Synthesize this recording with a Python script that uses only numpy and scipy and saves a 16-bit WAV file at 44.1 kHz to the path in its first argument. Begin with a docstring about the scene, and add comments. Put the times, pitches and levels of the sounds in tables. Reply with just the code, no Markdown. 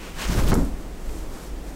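"""A blanket flung over a bed

A fringed blanket is dragged off a bed, flung upward and left to billow down in a quiet bedroom.
Friction makes the weave rasp, and the moving sheet sheds eddies and slow pressure waves. Slack folds
flap, the fringe ticks and the edge cracks taut with a dull whump; then the spread cloth hisses softly
through the air. The small room booms and a limiter holds the peaks."""
import sys
import numpy as np
from scipy import signal
from scipy.fft import rfft, irfft, next_fast_len
from scipy.io import wavfile
from scipy.ndimage import uniform_filter1d, minimum_filter1d, map_coordinates

SR = 44100
rng = np.random.default_rng(int(sys.argv[2]) if len(sys.argv) > 2 else 0)


def dump(signal):
    """Clip the signal to [-1, 1] and save it as 16-bit WAV at the path in sys.argv[1]."""
    limited = np.clip(np.atleast_2d(signal).T, -1, 1)
    pcm = np.round(limited * 32767).astype(np.int16)
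    wavfile.write(sys.argv[1], SR, pcm)


N = 77175


def amp(db):
    """Amplitude ratio: a factor of ten for every 20 dB."""
    return 10 ** (np.asarray(db) / 20)


def unit(x):
    """Normalisation to rms 1."""
    return x / np.sqrt(np.mean(x ** 2) + 1e-20)


def clock():
    """Uniform sampling: the time of each sample in seconds."""
    return np.arange(N) / SR


def along(points, hz):
    """Interpolation of (Hz, value) points on a logarithmic frequency axis."""
    knots_hz, values = np.transpose(points)
    return np.interp(np.log(hz + 1), np.log(knots_hz + 1), values)


def hump(hz, centre, octaves):
    """A Lorentzian peak of height 1 in log frequency, with its half-width in octaves."""
    return 1 / (1 + (np.log2((hz + 1) / centre) / octaves) ** 2)


def filtered(x, response):
    """Linear filtering: the spectrum of x times a frequency response."""
    size = next_fast_len(N + SR // 4)
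    return irfft(rfft(x, size) * response(np.fft.rfftfreq(size, 1 / SR)), size)[:N]


def shaped_noise(response):
    """White noise takes on the shape of a frequency response; rms 1."""
    return unit(filtered(rng.standard_normal(N), response))


def noise(spectrum):
    """Coloured noise of rms 1, its spectral density following (Hz, dB) points."""
    return shaped_noise(lambda hz: amp(along(spectrum, hz)))


def wobble(per_second):
    """Random modulation: a smooth curve through evenly spaced Gaussian values."""
    return map_coordinates(rng.standard_normal(1024), [clock() * per_second], mode="wrap")


def swell(peak_s, rise, fall):
    """A Gaussian envelope with a different width on each side of its peak."""
    t = clock() - peak_s
    return np.exp(-.5 * (t / np.where(t < 0, rise, fall)) ** 2)


def burst(start, t60, attack_s=.0004):
    """Exponential decay, 60 dB in t60 seconds, after a quick attack."""
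    t = np.maximum(clock() - start, 0)
    return (1 - np.exp(-(t / attack_s) ** 2)) * np.exp(-np.log(1000) * t / t60)


def hush():
    """Ambient noise: the steady floor of a still room."""
    # Each row: frequency in Hz, relative spectral density in dB.
    room_spectrum = [(20, -9.5), (50, 0), (70, -20), (120, -16.5), (165, -6), (200, -10.5), (270, -7.5),
                     (500, -13), (1000, -21.5), (2000, -26), (4000, -32.5), (8000, -33.5), (11000, -39),
                     (15500, -40)]
    return amp(-40.5) * noise(room_spectrum)


def fibres(spectrum, tint_db=lambda hz: 0, slips_per_s=4400, slip_share=0.39):
    """Stick-slip friction: threads catch and let go in tiny impulses over a smooth hiss."""
    slips = unit(rng.standard_normal(N) * (rng.random(N) < slips_per_s / SR))
    friction = np.sqrt(slip_share) * slips + np.sqrt(1 - slip_share) * rng.standard_normal(N)
    response = lambda hz: amp(along(spectrum, hz) + tint_db(hz)) * hz / (hz + 200)  # bass rolls off
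    return unit(filtered(friction, response))


def rubbing(rough_db=1, rasp_db=5):
    """Friction of cloth on cloth, on the bed and in the air: each stroke rasps around its own pitch."""
    # Strokes of cloth on cloth. Each row: peak time, rise and fall in seconds, level in dB,
    # tilt in dB per octave, pitch of the rasp in Hz.
    strokes = [(0.059, 0.047, 0.047, -40, -0.85, 2510), (0.213, 0.041, 0.015, -37, 0.5, 1860),
               (0.244, 0.043, 0.022, -31, -1.2, 2900), (.284, 0.012, .012, -35, -0.5, 6900),
               (0.318, 0.013, 0.024, -31.5, -1.4, 5670), (0.393, 0.011, 0.019, -28, -5.2, 1380),
               (0.391, 0.082, 0.071, -34.5, -0.5, 11800), (0.496, 0.017, 0.016, -33, 1, 4240),
               (.492, 0.013, 0.0098, -38, 3, 13700), (1.095, 0.0047, 0.0057, -43, -1, 1500),
               (1.35, 0.033, 0.055, -44.5, -4.5, 862)]
    # Each row: frequency in Hz, relative spectral density in dB.
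    rub_spectrum = [(200, 9), (600, 0.5), (1200, 4), (1900, 0.5), (3800, -4), (6200, -5), (8700, -8),
                    (10200, -13), (15500, -14.5)]
    out = np.zeros(N)
    for peak_s, rise, fall, db, tilt, pitch in strokes:
        tint_db = lambda hz: tilt * np.log2(hz / pitch + .05) + rasp_db * hump(hz, pitch, octaves=0.43)
        out += amp(db) * swell(peak_s, rise, fall) * fibres(rub_spectrum, tint_db)
    return out * amp(rough_db * wobble(per_second=90.8))


def whoosh(flutter_db=-0.8, half_width_hz=46.4):
    """Vortex shedding: a hollow band of eddies over the broad turbulence behind the sheet."""
    # Air pushed by the cloth; the eddies shrink and rise in pitch as the narrow tail whips past.
    # Each row: time in seconds, level in dB, pitch of the eddies in Hz.
    airflow = [(0, -47.5, 240.1), (0.171, -48, 219.1), (.25, -43.5, 185), (0.304, -30, 169.3),
               (0.348, -27, 160.8), (0.398, -26.5, 142.9), (0.461, -25, 116.6), (.52, -20, 163.3),
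               (0.548, -22, 218.9), (0.592, -22, 235.3), (.65, -30, 258.5), (.72, -40.5, 250),
               (.8, -45, 258.7), (0.998, -49, 280), (1.162, -39, 340), (1.351, -52.5, 370),
               (1.552, -50.5, 330), (1.75, -39, 277.2)]
    # Each row: frequency in Hz, relative spectral density in dB.
    wake_spectrum = [(50, 1), (100, -4), (180, 1.5), (330, 0), (500, -5), (900, -12.5), (1500, -19),
                     (2600, -34.5), (8000, -77)]
    times, db, pitch = np.transpose(airflow)
    phase = 2 * np.pi * np.cumsum(np.interp(clock(), times, pitch)) / SR
    # Two slow noises in quadrature spread the gliding pitch into a band.
    drift = lambda: shaped_noise(lambda hz: 1 / (1 + (hz / half_width_hz) ** 4))
    eddies = drift() * np.cos(phase) + drift() * np.sin(phase)
    envelope = amp(np.interp(clock(), times, db) + flutter_db * wobble(per_second=70.1))
    return envelope * (amp(-6) * eddies + amp(-3.5) * noise(wake_spectrum))


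def heave():
    """Air displacement: the heaving sheet makes slow pressure waves, and the room booms at 50 Hz."""
    # Each row: time in seconds, level in dB.
    heave_levels = [(0, -36.5), (.24, -33.5), (.31, -16.5), (.36, -30), (.45, -16.5), (.53, -17.5),
                    (.66, -23), (.76, -29), (.94, -32.5), (1.04, -32.5), (1.15, -29.5), (1.3, -29),
                    (1.45, -38), (1.75, -34.5)]
    # Each row: frequency in Hz, relative spectral density in dB.
    pressure_spectrum = [(4, -24), (14, 0), (30, -1), (39, -9), (50, 2), (60, -13), (80, -19), (110, -22),
                         (160, -40), (400, -70)]
    times, db = np.transpose(heave_levels)
    return amp(np.interp(clock(), times, db)) * noise(pressure_spectrum)


def flaps():
    """Compression and rarefaction: each fold pulled taut gives the air one push and one pull."""
    # Each row: centre time in seconds, peak level in dB, width in milliseconds.
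    folds = [(0.298, -17, 1.04), (0.318, -24.5, 1.55), (0.38, -14.5, 2.7), (.446, -13, 2.3),
             (0.5234, -3.5, 1.01), (.532, -16.5, 0.73), (.579, -12, 0.86), (.596, -24.5, 1.1)]
    out = np.zeros(N)
    for centre_s, db, width_ms in folds:
        u = (clock() - centre_s) / (width_ms / 1000)
        out -= amp(db) * u * np.exp(.5 * (1 - u * u))  # derivative of a Gaussian
    return out


def tassels():
    """Impact noise: the tassels of the fringe whip and strike in short, bright ticks."""
    # Each row: start in seconds, level in dB, pitch in Hz.
    strikes = [(.4775, -27, 3500), (.4855, -28, 8800), (.497, -29, 10000), (.5402, -23.5, 7000),
               (.5426, -23, 8000), (.5515, -31, 12000), (.6492, -37, 9500)]
    tick = lambda pitch: shaped_noise(lambda hz: hump(hz, pitch, octaves=.36))
    return sum(amp(db) * burst(start, t60=.013) * tick(pitch) for start, db, pitch in strikes)


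def cracks():
    """Pressure transients: the edge snaps taut, then shakes out in weaker cracks."""
    # Each row: start in seconds, level in dB.
    snaps = [(0.5186, -12), (0.53, -21.5), (0.553, -27.5), (0.576, -39), (0.6, -37)]
    # Each row: frequency in Hz, relative spectral density in dB.
    crack_spectrum = [(150, -3), (430, 5), (750, 3), (950, 0), (1250, -4.5), (1800, -8), (2600, -17),
                      (6000, -22.5), (15000, -47)]
    envelope = np.zeros(N)
    for start, db in snaps:
        front = amp(-0.5) * burst(start, t60=0.01)
        puff = burst(start, t60=0.044)
        envelope += amp(db) * (front + puff)
    return envelope * noise(crack_spectrum)


def billow(rough_db=1):
    """Light friction: the airborne cloth and its fringe hiss as they slide over themselves."""
    # Each row: peak time, rise and fall in seconds, level in dB.
    swells = [(0.554, 0.012, 0.083, -40), (.82, 0.047, 0.032, -54.5), (1.152, 0.098, 0.095, -45.5),
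              (1.358, 0.029, 0.038, -44.5), (1.45, .028, 0.036, -44.5), (1.68, .04, 0.082, -50)]
    # Each row: frequency in Hz, relative spectral density in dB.
    hiss_spectrum = [(300, 16), (1200, 0), (3000, -6.5), (5000, -4), (7800, -2.5), (10500, -8.5),
                     (13500, -8.5), (15800, -20)]
    envelope = sum(amp(db) * swell(peak_s, rise, fall) for peak_s, rise, fall, db in swells)
    return envelope * fibres(hiss_spectrum) * amp(rough_db * wobble(per_second=44.9))


def bedroom(x):
    """Reverberation: reflections from the walls die away exponentially, slowest in the bass."""
    # Each row: frequency in Hz, time to decay by 60 dB in seconds.
    decay_times = [(60, 0.54), (250, 0.59), (1000, 0.19), (4000, 0.36), (14000, 0.29)]
    hz, t, bands = signal.stft(rng.standard_normal(SR // 2), SR, nperseg=256)
    decay = np.exp(-np.log(1000) * t / along(decay_times, hz)[:, None])
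    tail = signal.istft(bands * decay, SR, nperseg=256)[1]
    impulse_response = np.pad(tail / np.linalg.norm(tail), (SR // 200, 0))  # arrives 5 ms late
    return signal.fftconvolve(x, impulse_response)[:N]


def scene():
    """Superposition: cloth, air and reflections add to the room's hush in one channel."""
    rustle = rubbing() + billow() + whoosh()
    transients = flaps() + cracks() + tassels()
    reflections = bedroom(amp(-11.5) * transients + amp(-14.5) * rustle)
    return (rustle + transients + reflections + heave() + hush())[None]


def record(dry):
    """Peak limiting: the gain dips briefly around each loud peak; a low-pass cut follows."""
    ceiling_db, hold_s, cutoff_hz = -8.5, 0.0043, 15800
    window = int(hold_s * SR)
    needed_gain = np.minimum(1, amp(ceiling_db) / (np.abs(dry[0]) + 1e-9))
    smooth_gain = uniform_filter1d(minimum_filter1d(needed_gain, window), window)
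    return filtered(dry[0] * smooth_gain, lambda hz: hz < cutoff_hz)[None]


dry = scene()
out = record(dry)
dump(out)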